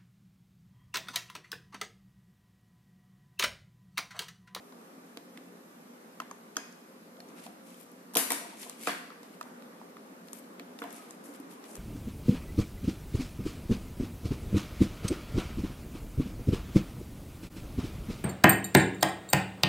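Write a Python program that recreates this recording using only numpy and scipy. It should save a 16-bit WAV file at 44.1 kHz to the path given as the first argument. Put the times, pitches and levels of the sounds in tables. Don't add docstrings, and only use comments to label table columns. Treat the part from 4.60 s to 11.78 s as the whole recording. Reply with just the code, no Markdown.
import sys
import numpy as np
from scipy import signal
from scipy.fft import rfft, irfft, next_fast_len
from scipy.io import wavfile
from scipy.ndimage import uniform_filter1d

SR = 44100
rng = np.random.default_rng(int(sys.argv[2]) if len(sys.argv) > 2 else 0)


def dump(signal):
    limited = np.clip(np.atleast_2d(signal).T, -1, 1)
    pcm = np.round(limited * 32767).astype(np.int16)
    wavfile.write(sys.argv[1], SR, pcm)


def rack_gain(trim_db):
    fader = np.asarray(trim_db, float)
    return 10 ** (fader / 20)


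N = 316638


def evened(x):
    return x / np.sqrt(np.mean(x ** 2) + 1e-20)


def read(points, hz):
    f, value = np.transpose(points)
    return np.interp(np.log(hz + 1), np.log(f + 1), value)


def colour(x, points):
    size = next_fast_len(x.shape[-1])
    gain = rack_gain(read(points, np.fft.rfftfreq(size, 1 / SR)))
    return irfft(rfft(x, size) * gain, size)[..., :x.shape[-1]]


def resonate(x, hz, width):
    pole = np.exp((2j * np.pi * hz - np.pi * width) / SR)
    return 2 * signal.lfilter([1 - abs(pole)], [1, -pole], x).real


def mode(t, hz, db, t60, phase):
    return rack_gain(db - 60 * t / t60) * np.sin(2 * np.pi * (hz * t + phase))


def add(mix, s, sound):
    part = mix[..., round(s * SR):][..., :sound.shape[-1]]
    part += sound[..., :part.shape[-1]]


# (frequency [Hz], level [dB])
TONE_SPECTRUM = [(15, -91), (25, -30), (74, -52), (108, -26.5), (140, -31), (160, -16.5), (232, -3),
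                 (337, -11.5), (406, -10), (451, -15), (488, -13), (923, -16.5), (1170, -17), (3210, -30.5),
                 (14200, -34.5)]
# (time [s], level [dB])
ARM_STIR = [(0.0, -50), (2.56, -50.5), (2.8, -46.5), (3.16, -51), (3.58, -49.5), (3.72, -43), (4.1, -48.5),
            (4.56, -49), (5.0, -46.5), (5.46, -47.5), (6.56, -46), (7.18, -45)]
# (frequency [Hz], coherence [-1 to 1])
COHERENCE = [(60, 0.7), (120, 0.92), (240, 0.97), (480, 0.41), (950, -0.4), (1890, -0.15), (3770, -0.14),
             (7520, -0.23), (15000, 0.6)]


def room_tone():
    frames, hz = N // 512 + 5, np.fft.rfftfreq(2048, 1 / SR)
    a, b, c, d, patches = rng.standard_normal((5, len(hz), frames))
    patches = evened(uniform_filter1d(uniform_filter1d(patches, 16, 0), 6, 1))
    left, other = a + 1j * b, c + 1j * d
    same = np.clip(read(COHERENCE, hz), -1, 1)[:, None]
    z = np.array([left, same * left + np.sqrt(1 - same ** 2) * other])
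    z *= rack_gain(read(TONE_SPECTRUM, hz)[:, None] + 1.0 * patches)
    steady = signal.istft(z.mean(0), nperseg=2048, noverlap=1536)[1]
    scale = rack_gain(-54.5) / np.sqrt(np.mean(steady ** 2))

    s, stir_db = np.transpose(ARM_STIR)
    stir_db = np.interp(np.arange(frames) * 512 / SR, s, stir_db - np.median(stir_db) + 2.0)
    low = 1 / (1 + (hz / 2500) ** 2) / (1 + (150 / (hz + 1)) ** 4)
    z *= rack_gain(low[:, None] * stir_db)
    return scale * signal.istft(z, nperseg=2048, noverlap=1536)[1][:, :N]


# (frequency [Hz], level [dB])
FAN_LINES = [(177.6, -69), (242.2, -70), (409.1, -72.5), (479.1, -71.5), (527.6, -70.5), (1174, -79.5)]


def fan():
    hum = np.zeros(N)
    for hz, db in FAN_LINES:
        line = resonate(resonate(rng.standard_normal(N), hz, 9.7), hz, 9.7)
        hum += rack_gain(db + 3) * evened(line)
    return hum


def matched(bare, sound):
    return bare * np.linalg.norm(sound[0]) / np.linalg.norm(bare)


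def crackle(share, t60, db, hz, band_hz):
    t = np.arange(2048) / SR
    grit = rng.standard_normal((2, len(t)))
    grit[1] = .5 * grit[0] + 1.28 * grit[1]
    grit *= (1 - np.exp(-t / 0.001)) * (rack_gain(-60 * t / t60) + 0.046 * rack_gain(-60 * t / 0.073))
    impulse = 1.0 * (t == 0)
    tick, bare = (resonate(resonate(g, hz, band_hz), hz, band_hz) + share * g for g in (grit, impulse))
    tick *= rack_gain(db + 1.5) / abs(tick).max()
    return tick, matched(bare, tick)


# (frequency ratio, level [dB], t60 [s])
CASE_MODES = [(1.016, 4, 0.011), (.82, -20.5, 0.059), (1.056, -15.0, 0.017),
              (1.514, -16.5, 0.02), (2.1, -16.5, 0.016), (0.559, -16.5, 0.022)]


def case_knock(db, hz):
    t = np.arange(2048) / SR
    knock = np.zeros((2, len(t)))
    for ratio, mode_db, t60 in CASE_MODES:
        port_phase = rng.random() * np.array([[0.19], [0]])
        knock += mode(t, hz * ratio, mode_db, t60, port_phase + rng.random())
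    knock *= rack_gain(db + 17.5) * (1 - np.exp(-t / .0012)) ** 2
    bare = resonate(resonate(1.0 * (t == 0), hz, 1.2 * hz), hz, 1.2 * hz)
    return knock, matched(bare, knock)


def strike(near, far, s, blow, room_db):
    sound, bare = blow
    add(near, s, sound)
    add(far, s, rack_gain(room_db) * bare)


# (time [s], tick level [dB], tick pitch [Hz], knock level [dB], knock pitch [Hz])
PORT_TOUCHES = [(0.1231, -46, 2540, -57, 1000), (0.2135, -52, 3200, -61.5, 1260),
                (0.5719, -31.5, 3280, -51.5, 1110), (0.7741, -35, 2760, -54, 2100),
                (1.6008, -31, 4800, -32.5, 1264), (1.6185, -42, 3600, -47, 980),
                (1.7115, -37, 6570, -40, 1110), (1.9671, -27, 10500, -34, 1183),
                (2.603, -39.5, 4310, -59, 1750), (2.8643, -38, 2780, -51, 960),
                (4.0298, -34, 3420, -58, 923), (4.6309, -43, 4380, -57, 954), (4.811, -32, 5600, -37, 1190),
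                (4.8276, -39.5, 5000, -55, 1260), (5.0222, -42, 2770, -55, 1190),
                (5.2135, -59.5, 3120, -49.5, 895), (5.3677, -43, 2800, -49, 1200),
                (5.9959, -33, 3000, -48.5, 2210), (6.1882, -36, 3500, -55, 2320),
                (7.0404, -40, 4500, -54.5, 1090), (7.1652, -40, 8730, -58, 1040)]


def touches(near, far):
    for s, tick_db, tick_hz, knock_db, knock_hz in PORT_TOUCHES:
        strike(near, far, s, crackle(0.27, 0.0077, tick_db, tick_hz, 1.3 * tick_hz), -14.5)
        strike(near, far, s, case_knock(knock_db, knock_hz), -14.5)


# (time [s], low mode [dB], middle mode [dB], high modes [dB], rise [s])
TABLE_JOLTS = [(0.571, -38.5, -50, -52, 0.0032), (0.779, -42.5, -67, -59, 0.004),
               (1.601, -43, -56, -50, 0.004), (1.968, -37, -46, -44, 0.0055),
               (2.584, -61, -56, -46.5, 0.0097), (2.625, -62, -66, -48, 0.018),
               (2.861, -68, -62, -43, 0.0036), (2.894, -44, -57, -64, 0.0055),
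               (3.558, -23, -28.5, -26, 0.009), (3.571, -25, -36, -49, 0.0068),
               (3.704, -36.5, -40, -35.5, 0.0054), (3.716, -28, -41, -49, 0.0078),
               (3.812, -55, -49, -41, 0.0077), (4.056, -48, -55, -48, 0.0032),
               (4.273, -30.5, -36.5, -31, 0.0018), (4.291, -37, -58, -39, 0.0053),
               (5.999, -38, -53, -49.5, 0.0031), (6.217, -33.5, -40, -44, 0.004),
               (6.241, -45, -58, -34.5, 0.0068), (6.687, -35.5, -51, -61, 0.0036),
               (6.799, -32, -65, -58, 0.0035)]
# (frequency [Hz], level [dB], t60 [s])
TABLE_MODES = [(280.2, 4, 0.045), (480, 11.5, 0.047), (630, -4, 0.087), (704.2, 1.5, 0.11)]


def thuds(near, far):
    t = np.arange(SR // 2) / SR
    for s, low_db, middle_db, high_db, rise in TABLE_JOLTS:
        sound = np.zeros(len(t))
        for jolt_db, (hz, db, t60) in zip([low_db, middle_db, high_db, high_db], TABLE_MODES):
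            sound += mode(t, hz * rng.normal(1, 0.0068), jolt_db + db, t60, rng.random())
        sound *= 1 - np.exp(-t / rise)
        add(near, s, sound[None])
        add(far, s, rack_gain(-4.5) * sound)


def sound_notes(near, far, notes):
    t = np.arange(SR // 2) / SR
    for s, db, hz, t60 in notes:
        note = mode(t, hz, db, t60, rng.random(2)[:, None] * 0.25)
        note *= 1 - np.exp(-t * hz / 2.6)
        add(near, s, note)
        add(far, s, rack_gain(-12) * note[0])


# (time [s], level [dB], frequency [Hz], t60 [s])
SHELL_PINGS = [(1.9672, -23, 5170, .012), (1.9674, -20, 6450, .014), (1.9674, -28, 3250, .02),
               (1.9674, -31, 2640, .016), (1.985, -46, 1650, .15), (1.601, -38, 2100, .02),
               (1.601, -33, 3200, .012), (2.866, -45, 760, .08), (1.7118, -35, 6400, .012),
               (2.603, -43, 4310, .025), (4.2725, -36, 4760, .03), (4.29, -48, 4764, .4),
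               (4.295, -42, 3360, .15), (4.3, -48, 2283, .3), (4.3, -44, 1615, .25),
               (3.704, -32, 1950, .04), (3.704, -31, 2330, .06), (3.704, -38, 3830, .12),
               (6.189, -44, 3600, .02), (6.219, -44, 2050, .03), (6.219, -46, 2750, .03),
               (6.24, -46, 2000, .03), (6.225, -44, 3500, .06), (.5722, -44, 2150, .025),
               (4.505, -42, 480, .04)]


def pings(near, far):
    sound_notes(near, far, SHELL_PINGS)


# (time [s], tick level [dB], tick pitch [Hz])
LIGHT_GRAZES = [(1.957, -44, 4000), (2.125, -42, 5500), (2.5684, -48.5, 2650), (2.6868, -46.5, 6000),
                (2.794, -44, 3800), (2.836, -49, 8820), (3.1434, -45, 2770), (3.211, -39.5, 11500),
                (3.3158, -43, 10600), (4.0962, -27, 7940), (5.684, -41.5, 4600), (5.731, -29.5, 8640),
                (5.8417, -50.5, 5040), (6.306, -41, 7000), (6.327, -37, 11000), (6.5077, -33.5, 7700),
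                (6.6397, -45, 9730), (6.8003, -40, 10800), (7.1538, -30.5, 8200), (6.7387, -48, 7600),
                (6.937, -48, 12000), (7.1124, -47, 8700), (5.794, -41, 9500), (3.229, -46, 12500)]


def grazes(near, far):
    for s, db, hz in LIGHT_GRAZES:
        strike(near, far, s, crackle(.08, 0.0064, db, hz, 4600), -14.5)
        strike(near, far, s, case_knock(db - 26, 1150), -14.5)


# (time [s], level [dB], pitch [Hz], room send [dB])
HARD_SNAPS = [(3.5364, -35, 10000, -8), (3.5418, -30, 11100, -17), (3.5524, -18, 3900, -11),
              (3.5526, -20, 11000, -11), (3.5577, -20, 6300, -4), (3.5692, -8.5, 10500, 0),
              (3.5693, -15.5, 3120, -2), (3.5698, -17, 4300, -3), (3.5727, -14.5, 9000, -8),
              (3.704, -17, 8900, -3), (3.7035, -22, 2060, -11), (3.719, -14, 9400, -2.5),
              (3.7324, -30, 9320, -21), (4.2715, -24, 7500, -2), (4.272, -26, 4430, -4),
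              (4.272, -25, 1930, -12), (4.2806, -31, 2330, -9), (4.5028, -47, 4420, -3),
              (4.8541, -49, 10000, 4), (6.2189, -35.5, 2300, 0), (6.239, -36, 2600, -6),
              (1.9672, -25, 5170, -12), (1.967, -25, 6450, -6), (1.9674, -28.5, 2900, -11),
              (4.233, -40, 2300, -10), (4.2335, -34, 9200, -10), (6.189, -43, 2400, -12),
              (6.274, -46, 2200, -8)]
# (time [s], level [dB], pitch [Hz], room send [dB])
HARD_KNOCKS = [(1.9672, -35, 1496, -11), (3.5418, -50, 870, -17), (3.5525, -46, 2580, 4),
               (3.5574, -34, 940, 6), (3.5692, -39.5, 2390, -1), (3.5693, -36, 430, -4),
               (3.704, -36.5, 2040, -1), (3.707, -35.5, 960, -4.5), (3.7194, -34, 937, -2),
               (4.2715, -35, 2420, -9), (4.2715, -27, 1255, -1), (4.272, -32.5, 990, -11),
               (4.2804, -37, 1440, -7), (4.2914, -35, 1110, -4), (4.5028, -50, 1300, -3),
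               (4.5187, -53, 1110, 0.5), (4.8541, -53, 890, 4), (6.2178, -42, 1110, 1),
               (6.219, -42, 1380, -9), (6.2394, -41, 970, -15)]


def hard_blows(near, far):
    for s, db, hz, room_db in HARD_SNAPS:
        strike(near, far, s, crackle(0.27, 0.0062, db, hz, 0.5 * hz), room_db)
    for s, db, hz, room_db in HARD_KNOCKS:
        strike(near, far, s, case_knock(db, hz), room_db)


# (time [s], level [dB], frequency [Hz], t60 [s])
GRIP_BOUNCES = [(3.725, -33, 957, 0.066), (3.765, -43, 985, .1), (3.81, -43, 950, .08),
                (3.845, -43, 960, 0.065), (3.85, -41, 717, .06), (3.905, -49, 740, .06),
                (3.925, -46, 900, .08), (3.94, -47, 680, 0.076), (4.064, -41, 1020, 0.045),
                (3.612, -40, 1300, 0.037), (3.72, -34, 2290, 0.069), (6.335, -54, 1270, .15),
                (6.39, -50, 1270, 0.17), (6.43, -52, 1250, .08), (1.968, -42, 630, 0.054)]


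def bounces(near, far):
    sound_notes(near, far, GRIP_BOUNCES)


# (time [s], level [dB])
SLEEVE_TOUCHES = [
    (1.972, -41.5),
    (4.275, -44),
]
# (frequency [Hz], t60 [s])
SLEEVE_MODES = [(1600, .03), (2520, 0.027)]


def sleeve(far):
    t = np.arange(SR // 2) / SR
    for s, db in SLEEVE_TOUCHES:
        add(far, s, sum(mode(t, hz, db, t60, rng.random()) for hz, t60 in SLEEVE_MODES))


# (rise [s], top time [s], fall [s], pressure [dB], dull share [dB])
CABLE_STROKES = [(.04, 2.786, 0.054, -58, -1), (0.029, 2.84, 0.052, -53, -1), (.04, 2.7, .04, -69, 2),
                 (.04, 3.076, .2, -60.5, -2.5), (.04, 3.9, 0.15, -59.5, 2), (0.059, 4.026, 0.054, -45, -5),
                 (.05, 4.09, 0.11, -55.5, 0), (0.065, 4.235, 0.2, -47, -3),
                 (0.0066, 4.272, 0.079, -43, 6.5), (.02, 4.635, 0.087, -66, 4.5),
                 (0.055, 4.745, .02, -63.5, -0.5), (0.095, 6.37, 0.055, -52.5, -3),
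                 (.05, 6.42, .2, -63.5, 1.5), (.015, 6.508, 0.048, -60, -18),
                 (.012, 6.642, 0.11, -56.5, -13), (0.042, 6.757, .025, -57.5, -3),
                 (.014, 6.2, 0.032, -56, -8), (.015, 6.906, .1, -60.5, -2), (.05, 7.05, .05, -64.5, 4),
                 (0.089, 7.112, .07, -55, -10), (.05, 7.175, .02, -57, -4)]
# (rise [s], top time [s], fall [s], pressure [dB], dull share [dB])
HAND_STROKES = [
    (0.064, 3.228, 0.018, -60.5, -11),
    (.02, 5.68, .02, -63, -10),
    (0.081, 5.792, .012, -54.5, -12),
    (.012, 5.745, .07, -58.5, -7),
    (.02, 5.3, .02, -69, -3),
    (.01, 6.305, 0.046, -67, -11),
    (.012, 6.655, 0.071, -63, -14),
    (.01, 6.915, 0.026, -65, -8),
]
# (frequency [Hz], density [dB per Hz])
CABLE_FIZZ = [(3290, -19), (5600, -4), (6330, -2), (9500, 1), (11500, 0), (14000, -11)]
# (frequency [Hz], density [dB per Hz])
HAND_FIZZ = [(3500, -30), (5000, -9), (8000, -3), (12500, 1), (14500, -3)]


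def rubs():
    out = np.zeros((2, N))
    unevenness = evened(uniform_filter1d(rng.standard_normal(N), 90))
    slips = rng.standard_normal((2, N)) * rack_gain(2.9 * unevenness)
    slips[1] += 0.23 * slips[0]
    scrape = evened(colour(slips[:, ::-1], [(700, -24), (2200, 11), (5000, 3.5), (8000, -7)]))
    t, t_fine = np.arange(0, N + 32, 32) / SR, np.arange(N) / SR
    for strokes, pan_db, rub in [(CABLE_STROKES, 2.5, CABLE_FIZZ), (HAND_STROKES, 14.5, HAND_FIZZ)]:
        fizz = evened(colour(slips, [(2500, -55)] + list(rub)))
        bright, dull = np.zeros((2, len(t)))
        for rise, top, fall, pressure_db, dull_db in strokes:
            away = np.where(t < top, (top - t) / rise, (t - top) / fall)
            power = rack_gain(2 * (pressure_db - 18 * np.minimum(away, 8) ** 1.33))
            bright += power
            dull += rack_gain(2 * dull_db) * power
        rubbing = np.interp(t_fine, t, np.sqrt(bright)) * fizz
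        rubbing += np.interp(t_fine, t, np.sqrt(dull)) * scrape
        out += rack_gain(np.array([pan_db, -pan_db]) / 2)[:, None] * rubbing
    return out


# (time [s], level [dB], share of ring time the hand leaves)
CABLE_END_STRIKES = [
    (3.5525, -18, .8),
    (3.5693, -9, .75),
    (3.704, -16, .65),
    (3.7196, -18, .6),
]
# (frequency [Hz], level [dB], t60 [s])
METAL_MODES = [(1906, -8, .3), (2659, -8, .3), (2896, -6, .3), (3055, -4, .3), (3219, -9, .3),
               (3408, -5, .3), (3674, -4, .35), (3919, -4, .35), (4188, -3, .18), (4328, -2, .25),
               (4642, -4, .23), (4830, -5, .2), (4958, -9, .25), (5160, -4, .3), (5680, -1, .3),
               (5938, -6, .2), (6170, -6, .3), (6749, 3, .2), (7095, -8, .3), (7709, 3, .18),
               (8319, -5, .2), (9118, -2, .2), (9308, -3, .25), (9997, -5, .2), (10680, -2, .2),
               (10915, -3, .2), (11385, -1, .2), (12099, -2, .25), (13600, -6, .2), (14031, -1, .25),
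               (14190, 2, .2)]


def cable_end(near, far):
    t = np.arange(SR // 2) / SR
    for s, strike_db, free in CABLE_END_STRIKES:
        ring = np.zeros(len(t))
        for hz, db, t60 in METAL_MODES:
            ring += mode(t, hz, db + 2.5 * rng.standard_normal(), free * t60, rng.random())
        add(near, s, rack_gain(strike_db - 30) * ring[None])
        add(far, s, rack_gain(strike_db - 35) * ring)


# (frequency [Hz], t60 [s])
ROOM_T60 = [(200, 0.44), (600, 0.43), (1500, 0.65), (4000, 0.7), (8000, 0.48), (14000, 0.36)]


def room(x):
    size = SR // 2
    taps = np.zeros((2, size))
    at = np.arange(120, size - 20, 20)
    at = at + rng.integers(0, 20, (2, len(at)))
    np.put_along_axis(taps, at, rng.choice([-1., 1.], at.shape), 1)
    taps *= np.clip(np.arange(size) / SR / .01, 0, 1) ** 2
    hz, t, z = signal.stft(taps, SR, nperseg=256)
    bass = 1 / (1 + (hz[:, None] / 500) ** 3)
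    z[1] = bass * z[0] + np.sqrt(1 - bass ** 2) * z[1]
    tail = signal.istft(z * rack_gain(-60 * t / read(ROOM_T60, hz)[:, None]), SR, nperseg=256)[1]
    tail /= np.linalg.norm(tail, axis=1)[:, None]
    return signal.fftconvolve(x[None], tail, axes=1)[:, :N]


# (frequency [Hz], left over right [dB])
LEFT_TREBLE = [(200, -1), (500, -1), (1000, 1), (2000, -.5), (4000, 1), (8000, 4), (12000, 10), (14000, 11)]
# (frequency [Hz], gain [dB])
LOW_CUT = [(30, -29), (70, -28), (110, -22), (170, -4), (230, 0)]


def ports(near, far, sliding):
    near[1] = np.roll(near[1], round(.00007 * SR))
    heard = near + room(far + rack_gain(-6.5) * sliding.mean(0))
    half = np.array(LEFT_TREBLE) * [1, .5]
    heard = np.array([colour(heard[0], half), colour(heard[1], half * [1, -1])])
    return colour(heard + sliding, LOW_CUT)


def scene():
    tone = room_tone() + fan()
    near, far = np.zeros((2, N)), np.zeros(N)
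    for source in (touches, thuds, pings, grazes, hard_blows, bounces):
        source(near, far)
    sleeve(far)
    sliding = rubs()
    cable_end(near, far)
    return ports(near, far, sliding) + tone


# (frequency [Hz], gain [dB])
BAND_LIMIT = [(13900, 0), (14200, -5), (14500, -36), (15200, -42), (16000, -58), (17000, -90)]


def input_stage(x):
    limit = .45
    return colour(limit * np.tanh(x / limit), BAND_LIMIT)


def top_cut(x):
    return signal.sosfilt(signal.butter(12, 15640, fs=SR, output="sos"), x)


def record(dry):
    mix = input_stage(dry)
    return top_cut(mix)


dry = scene()
out = record(dry)
dump(out)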